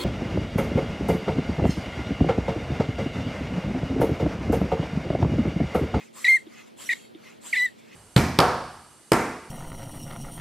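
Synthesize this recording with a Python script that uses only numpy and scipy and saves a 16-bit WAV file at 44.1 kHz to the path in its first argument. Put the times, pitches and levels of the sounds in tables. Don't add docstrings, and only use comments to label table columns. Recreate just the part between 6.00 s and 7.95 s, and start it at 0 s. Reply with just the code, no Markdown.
import sys
import numpy as np
from scipy import signal
from scipy.fft import rfft, irfft, next_fast_len
from scipy.io import wavfile
from scipy.ndimage import uniform_filter1d, map_coordinates

SR = 44100
rng = np.random.default_rng(int(sys.argv[2]) if len(sys.argv) > 2 else 0)


def master_out(mix):
    frames = np.transpose(np.atleast_2d(mix))
    ceiling = np.clip(frames, -1, 1)
    pcm = np.round(ceiling * 32767).astype(np.int16)
    wavfile.write(sys.argv[1], SR, pcm)


N = 85995

# t/s, pitch f/Hz, level/dB, octave level/dB, second mode re first/dB, its offset above pitch f/Hz
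SQUEAKS = [
    [(.2435, 2618, -18.5, -63.5, -42, 800), (.246, 2066, -17.5, -41.5, -35, 816),
     (.252, 1946, -19, -24.5, -16, 804), (.260, 1890, -20.5, -38.5, -34, 500),
     (.268, 1990, -19, -30.5, -11.5, 433), (.277, 1887, -23.5, -36, -3, 450),
     (.284, 2077, -11.5, -56, -26, 450), (.292, 2153, -14, -37.5, -45, 450),
     (.318, 2076, -14.5, -40, -53, 450), (.351, 2135, -15, -47, -70.5, 427),
     (.364, 2065, -20, -44, -51.5, 450), (.372, 1915, -24, -54.5, -46, 448),
     (.383, 1777, -42.5, -66.5, -33, 452)],
    [(.889, 2492, -34, -57, -22.5, 500), (.893, 2034, -18.5, -58, -20, 500),
     (.900, 1852, -22.5, -39.5, -9, 484), (.919, 1998, -21.5, -36.5, -11, 426),
     (.924, 1835, -28, -42, -6.5, 331), (.928, 1824, -26, -30.5, -15, 330),
     (.936, 1882, -21.5, -34.5, 12, 290), (.940, 1894, -41, -45, -16, 302),
     (.948, 1900, -45, -51, -17, 300)],
    [(1.527, 2497, -27, -53, -35, 700), (1.532, 2212, -19, -45, -34, 693),
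     (1.538, 1950, -18, -40.5, -21.5, 715), (1.546, 1922, -25, -39, -6, 854),
     (1.548, 1810, -29.5, -37.5, -7, 370), (1.562, 1770, -26, -38.5, 6, 388),
     (1.570, 2065, -20.5, -40.5, -21.5, 395), (1.581, 1991, -21.5, -34.5, -16, 404),
     (1.610, 1953, -21.5, -39, -56, 406), (1.628, 1992, -20, -41, -54, 408),
     (1.645, 2013, -22, -41.5, -67, 410), (1.662, 1947, -21, -46.5, -53, 410),
     (1.675, 1820, -43.5, -49.5, -29.5, 400), (1.688, 1816, -39, -65, -28, 400)],
]
# multiple of pitch, level/dB before growth and chatter loss
OVERTONES = [(3, -49.5), (4, -44), (5, -52.5), (6, -53.5), (7, -62.5)]
# multiple of pitch, level re octave/dB
SUBTONES = [(.5, -23.5), (1.5, -15), (2.5, -18), (3.5, -25.5), (5.5, -36.5)]
# f/Hz, relative level/dB
RASP = [(40, -45), (200, -16.5), (450, -12), (1200, -23), (1600, -19), (1900, -24), (2400, 2), (2800, -10),
        (3500, 6), (4800, -7), (5700, -12.5), (7800, 1.5), (10000, -22), (12000, -24.5), (15000, -30)]
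# f/Hz, L-R level/dB
SQUEAK_BALANCE = [(1800, 1), (2000, .5), (2150, -.4), (4200, -.5), (6200, 0), (8300, 3), (10000, -2),
                  (14000, -7)]
# f/Hz, left lead/rad
SQUEAK_PHASE = [(2000, 0), (5200, .1), (6200, -1), (8300, -1.3), (12500, -.6)]
JITTER, CHATTER_JITTER, JITTER_RATE_HZ = .0025, .018, 700
SLIP_SCATTER_RAD, SLIP_SCATTER_RATE_HZ = 0.11, 600
OCTAVE_BEAT_RAD = .45
SHIMMER_DB, OVERTONE_FLICKER_DB = .35, 3.5
LOCKED_DB, OVERTONE_GROWTH = -18.5, .3
CHATTER_LOSS_DB = 4
RASP_DB, RASP_CHATTER = -10, 1.0

# start t/s, end t/s, hiss level/dB
PUSHES = [(0.124, 0.305, -44), (0.76, 0.923, -43.5), (1.402, 1.573, -44.5)]
# f/Hz, relative level/dB
HISS = [(100, -23.5), (450, -7.5), (1000, -8), (1500, -1), (2300, -0.5), (3300, 1.5), (4800, -2.5),
        (6400, -0.5), (7500, 6), (8600, -1.5), (10500, -6), (11700, -7), (13000, -13), (15000, -20)]
# f/Hz, correlation/1
HISS_ALIKE = [(500, 1), (1500, 0.83), (3000, 1), (5500, .6), (7500, 0), (14000, 0)]
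# f/Hz, L-R level/dB
HISS_BALANCE = [(1300, 2.5), (4400, -2), (8500, 1.5), (11000, -5), (14500, -10.5)]
# f/Hz, relative level/dB
GULP = [(150, -22), (600, -5), (850, -6.5), (1050, 1), (1500, -5), (2200, -4), (3300, -12), (5000, -27.5),
        (6500, -29), (7200, 1), (8000, -2), (12000, -18.5)]
# f/Hz, relative level/dB
FIZZ = [(3000, -42), (7000, -11), (8400, -0.5), (10200, 0.5), (11700, 2), (13000, -7.5), (15000, -12)]
PUSH_ATTACK_S, PUSH_FALL_DB_PER_S = 0.07, 174.5
GULP_DELAY_S, GULP_SPREAD_S, GULP_DB = .058, 0.021, -2
FIZZ_DELAY_S, FIZZ_DB = 0.032, -7.5
HISS_PATCHY_DB, INTAKE_PATCHY_DB = 3.5, 4

# start t/s, end t/s, level/dB
BLEEDS = [(.34, .39, -57), (.935, 1.055, -54), (1.64, 1.69, -54)]
# f/Hz, width/Hz, relative level/dB
HOSE = [(2186, 63, -4), (2666, 30, 2), (3220, 26, 7), (3790, 120, -7), (4385, 45, 2), (7200, 280, -6.5),
        (7900, 250, -17.5), (10240, 600, -13.5), (11290, 150, -11)]
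BLEED_ATTACK_S, BLEED_FALL_DB_PER_S, HOSE_TOP_HZ = .02, 314, 11700

# fastest moment t/s, spread/s, level/dB
LIFTS = [(0.023, 0.048, -52), (0.594, 0.075, -53), (1.282, 0.062, -53.5), (1.95, 0.12, -56.5)]
# f/Hz, relative level/dB
INTAKE = [(200, -34.5), (900, -7), (1600, -6.5), (2200, 0), (2900, -5), (4000, -10.5), (6500, -10),
          (7300, -9.5), (9000, -18.5), (12000, -20.5), (15000, -35.5)]
# f/Hz, width/Hz, relative level/dB
BARREL = [(1270, 100, -13), (2084, 89, -1.5), (2518, 78, 0.5)]
# t/s, spread/s, level/dB
TOP_KNOCKS = [(.68, .008, -61), (1.793, 0.013, -59.5)]
BARREL_DB = 4

# t/s, thump level/dB, tick level/dB (both before decay)
POPS = [(0.465, -28.5, -50.5), (1.148, -27.5, -46.5)]
# f/Hz, relative level/dB
TICK = [(40, -37), (300, 7), (1500, -18), (2800, -2), (3500, 9.5), (4300, -32.5), (12000, -37)]
POP_HZ, POP_ATTACK_S, POP_T60_S, TICK_T60_S = 327, 0.0059, 0.055, 0.066

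# f/Hz, gain/dB
YARD_COLOUR = [(500, 2), (2200, 5), (3200, 10), (8000, 13), (14000, 10)]
ECHO_S, ECHO_SPREAD_S, ECHO_DB = 0.035, 0.015, -31
YARD_T60_S, YARD_DB = .2, -31

# f/Hz, relative level/dB
AIR = [(25, -35), (45, -25), (70, -16.5), (120, -5.5), (200, -1), (380, 0), (600, -6.5), (1000, -14),
       (1400, -16.5), (1950, -19.5), (2500, -20), (4400, -24), (5800, -32.5), (7400, -38), (9000, -32),
       (12000, -37), (15000, -38)]
# f/Hz, correlation/1
AIR_ALIKE = [(60, -0.2), (300, -0.72), (700, -0.7), (1500, -0.6), (3000, 1), (7000, 0.5), (14000, 0.4)]
# f/Hz, L-R level/dB
AIR_BALANCE = [(100, -1), (700, -1.1), (2000, 0.5), (8000, 1), (14000, 0)]
AIR_DB = -51.5
HUM_HZ, HUM_DB, HUM_WAVER_DB = 227.2, -62, -0.5
TOP_HZ = 15350


def squeak(rows):
    t = clock()
    s, *cols = np.transpose(rows)
    hz, db, octave_db, second_db, above_hz = [np.interp(t, s, c) for c in cols]
    fade_in = np.clip((t - s[0]) / 0.0026, 0, 1)
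    fade_out = np.clip((s[-1] - t) / 0.0022 + 1, 0, 1)
    gate = fade_in * fade_out

    second = amp(second_db)
    chatter = np.sqrt(np.minimum(second, 1))
    jitter = (JITTER + CHATTER_JITTER * chatter) * wobble(JITTER_RATE_HZ)
    phase = 2 * np.pi * np.cumsum(hz * (1 + jitter)) / SR
    beat = 2 * np.pi * np.cumsum(above_hz * (1 + 0.15 * wobble(250))) / SR
    modes = (np.cos(phase) + second * np.cos(phase + beat)) / np.sqrt(1 + second ** 2)

    slip = phase + SLIP_SCATTER_RAD * wobble(SLIP_SCATTER_RATE_HZ)
    beat_shift = OCTAVE_BEAT_RAD * chatter * np.sin(beat)

    def partial(k, level_db):
        return amp(level_db + OVERTONE_FLICKER_DB * wobble(130)) * np.cos(k * slip + beat_shift)

    def subtone(k, level_db):
        return amp(level_db + OVERTONE_FLICKER_DB * wobble(90)) * np.cos(k * phase + .5 * wobble(200))

    shrill_db = np.minimum(db - LOCKED_DB, OVERTONE_GROWTH * (db - LOCKED_DB))
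    upper = partial(2.001, octave_db)
    for k, level_db in OVERTONES:
        upper = upper + partial(k, level_db + shrill_db - CHATTER_LOSS_DB * k * chatter)
    halves = sum(subtone(k, level_db) for k, level_db in SUBTONES)

    shimmering = amp(db + SHIMMER_DB * wobble(150)) * modes
    tone = np.sqrt(2) * (shimmering + upper + amp(octave_db) * halves)
    rasp_level = amp(octave_db + RASP_DB) * (1 + RASP_CHATTER * chatter)
    rasp = rasp_level * rush(RASP, HISS_ALIKE, HISS_BALANCE)
    return panned(gate * tone, SQUEAK_BALANCE, SQUEAK_PHASE) + gate * rasp


def valve_hiss():
    flow = held(PUSHES, PUSH_ATTACK_S, PUSH_FALL_DB_PER_S) * amp(0.68 * wobble(46))
    gulps = swells([(start + GULP_DELAY_S, GULP_SPREAD_S, db + GULP_DB) for start, _, db in PUSHES])
    fizz_rows = [(start + FIZZ_DELAY_S, end, db + FIZZ_DB) for start, end, db in PUSHES]
    fizz = held(fizz_rows, PUSH_ATTACK_S, 2 * PUSH_FALL_DB_PER_S)
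    out = np.zeros((2, N))
    for level, colour in [(flow, HISS), (gulps, GULP), (fizz, FIZZ)]:
        out += level * patchy(rush(colour, HISS_ALIKE, HISS_BALANCE), HISS_PATCHY_DB)
    return out


def hose():
    colour = lambda hz: resonances(HOSE)(hz) / (1 + (hz / HOSE_TOP_HZ) ** 20)
    return held(BLEEDS, BLEED_ATTACK_S, BLEED_FALL_DB_PER_S) * rush(colour, HISS_ALIKE, HISS_BALANCE)


def intake():
    draw = swells(LIFTS) * patchy(rush(INTAKE, HISS_ALIKE, HISS_BALANCE), INTAKE_PATCHY_DB)
    sing_level = swells([(s, spread * 0.32, db + BARREL_DB) for s, spread, db in LIFTS])
    sing = sing_level * rush(resonances(BARREL), HISS_ALIKE, HISS_BALANCE)
    scuffs = swells(TOP_KNOCKS) * rush(HISS, HISS_ALIKE, HISS_BALANCE)
    return (draw + sing) * amp(0.83 * wobble(70)) + scuffs


def valve_pops():
    out = np.zeros((2, N))
    for s, thump_db, tick_db in POPS:
        t = np.maximum(clock() - s, 0)
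        attack = 1 - np.exp(-(t / POP_ATTACK_S) ** 2)
        out += amp(thump_db - 60 * t / POP_T60_S) * attack * np.sin(2 * np.pi * POP_HZ * t)
        tick_level = (t > 0) * amp(tick_db - 60 * t / TICK_T60_S)
        out += tick_level * rush(TICK, HISS_ALIKE, HISS_BALANCE)
    return out


def yard(x):
    t = np.arange(SR // 3) / SR
    echo = np.exp(-.5 * ((t - ECHO_S) / ECHO_SPREAD_S) ** 2)
    decay = amp(-60 * t / YARD_T60_S)
    tail = 0
    for db, shape in [(ECHO_DB, echo), (YARD_DB, decay)]:
        noise = rng.standard_normal(len(t)) + .5 * rng.standard_normal((2, len(t)))
        tail = tail + amp(db) * shape / np.linalg.norm(shape) * noise
    scattered = signal.fftconvolve(x, tail, axes=1)[:, :N]
    return filtered(scattered, lambda hz: amp(along(YARD_COLOUR, hz)))


def outdoors():
    phase = 2 * np.pi * HUM_HZ * clock() + 0.33 * wobble(17)
    channel = lambda: amp(HUM_DB + HUM_WAVER_DB * wobble(7)) * np.sin(phase + 0.54 * wobble(11))
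    hum = np.sqrt(2) * np.array([channel(), channel()])
    air = amp(AIR_DB + .7 * wobble(3.3)) * rush(AIR, AIR_ALIKE, AIR_BALANCE)
    return hum + air


def rush(colour, alike, balance):
    gain = colour if callable(colour) else lambda hz: amp(along(colour, hz))

    def mid_side(hz):
        turn = np.arccos(np.clip(along(alike, hz), -.98, .98)) / 2
        return gain(hz) * np.array([np.cos(turn), np.sin(turn)])

    mid, side = filtered(rng.standard_normal((2, N)), mid_side)
    return unit(panned(np.array([mid + side, mid - side]), balance))


def patchy(x, depth_db):
    z = signal.stft(x, nperseg=512)[2]
    field = rng.standard_normal(z.shape[1:])
    field = uniform_filter1d(uniform_filter1d(field, size=4, axis=0), size=6, axis=1)
    return unit(signal.istft(z * amp(depth_db * unit(field)), nperseg=512)[1][:, :N])


def resonances(rows):
    return lambda f: sum(amp(db) * 1j * f * w / (c * c - f * f + 1j * f * w) for c, w, db in rows)


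def held(rows, attack_s, fall_db_per_s):
    t = clock()
    level = 0
    for start, end, db in rows:
        attack = np.clip((t - start) / attack_s, 0, 1)
        level = level + attack * amp(db - fall_db_per_s * np.maximum(t - end, 0))
    return level


def swells(rows):
    return sum(amp(db) * np.exp(-.5 * ((clock() - s) / spread) ** 2) for s, spread, db in rows)


def panned(x, balance, phase=((1, 0),)):
    side = np.array([[.5], [-.5]])
    return filtered(x, lambda hz: amp(side * along(balance, hz)) * np.exp(1j * side * along(phase, hz)))


def filtered(x, response):
    m = next_fast_len(N + SR // 2)
    return irfft(rfft(x, m) * response(np.fft.rfftfreq(m, 1 / SR)), m)[..., :N]


def wobble(rate_hz):
    return map_coordinates(rng.standard_normal(N // 8), [clock() * rate_hz], mode="wrap")


def along(points, hz):
    f, v = np.transpose(points)
    return np.interp(np.log(hz + 1), np.log(f + 1), v)


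def amp(db):
    return 10 ** (np.asarray(db) / 20)


def unit(x):
    return x / np.sqrt(np.mean(x ** 2) + 1e-20)


def clock():
    return np.arange(N) / SR


def scene():
    pump = sum(squeak(rows) for rows in SQUEAKS) + valve_hiss() + hose() + intake() + valve_pops()
    return pump + yard(pump) + outdoors()


def record(dry):
    return filtered(dry, lambda hz: hz < TOP_HZ)


dry = scene()
out = record(dry)
master_out(out)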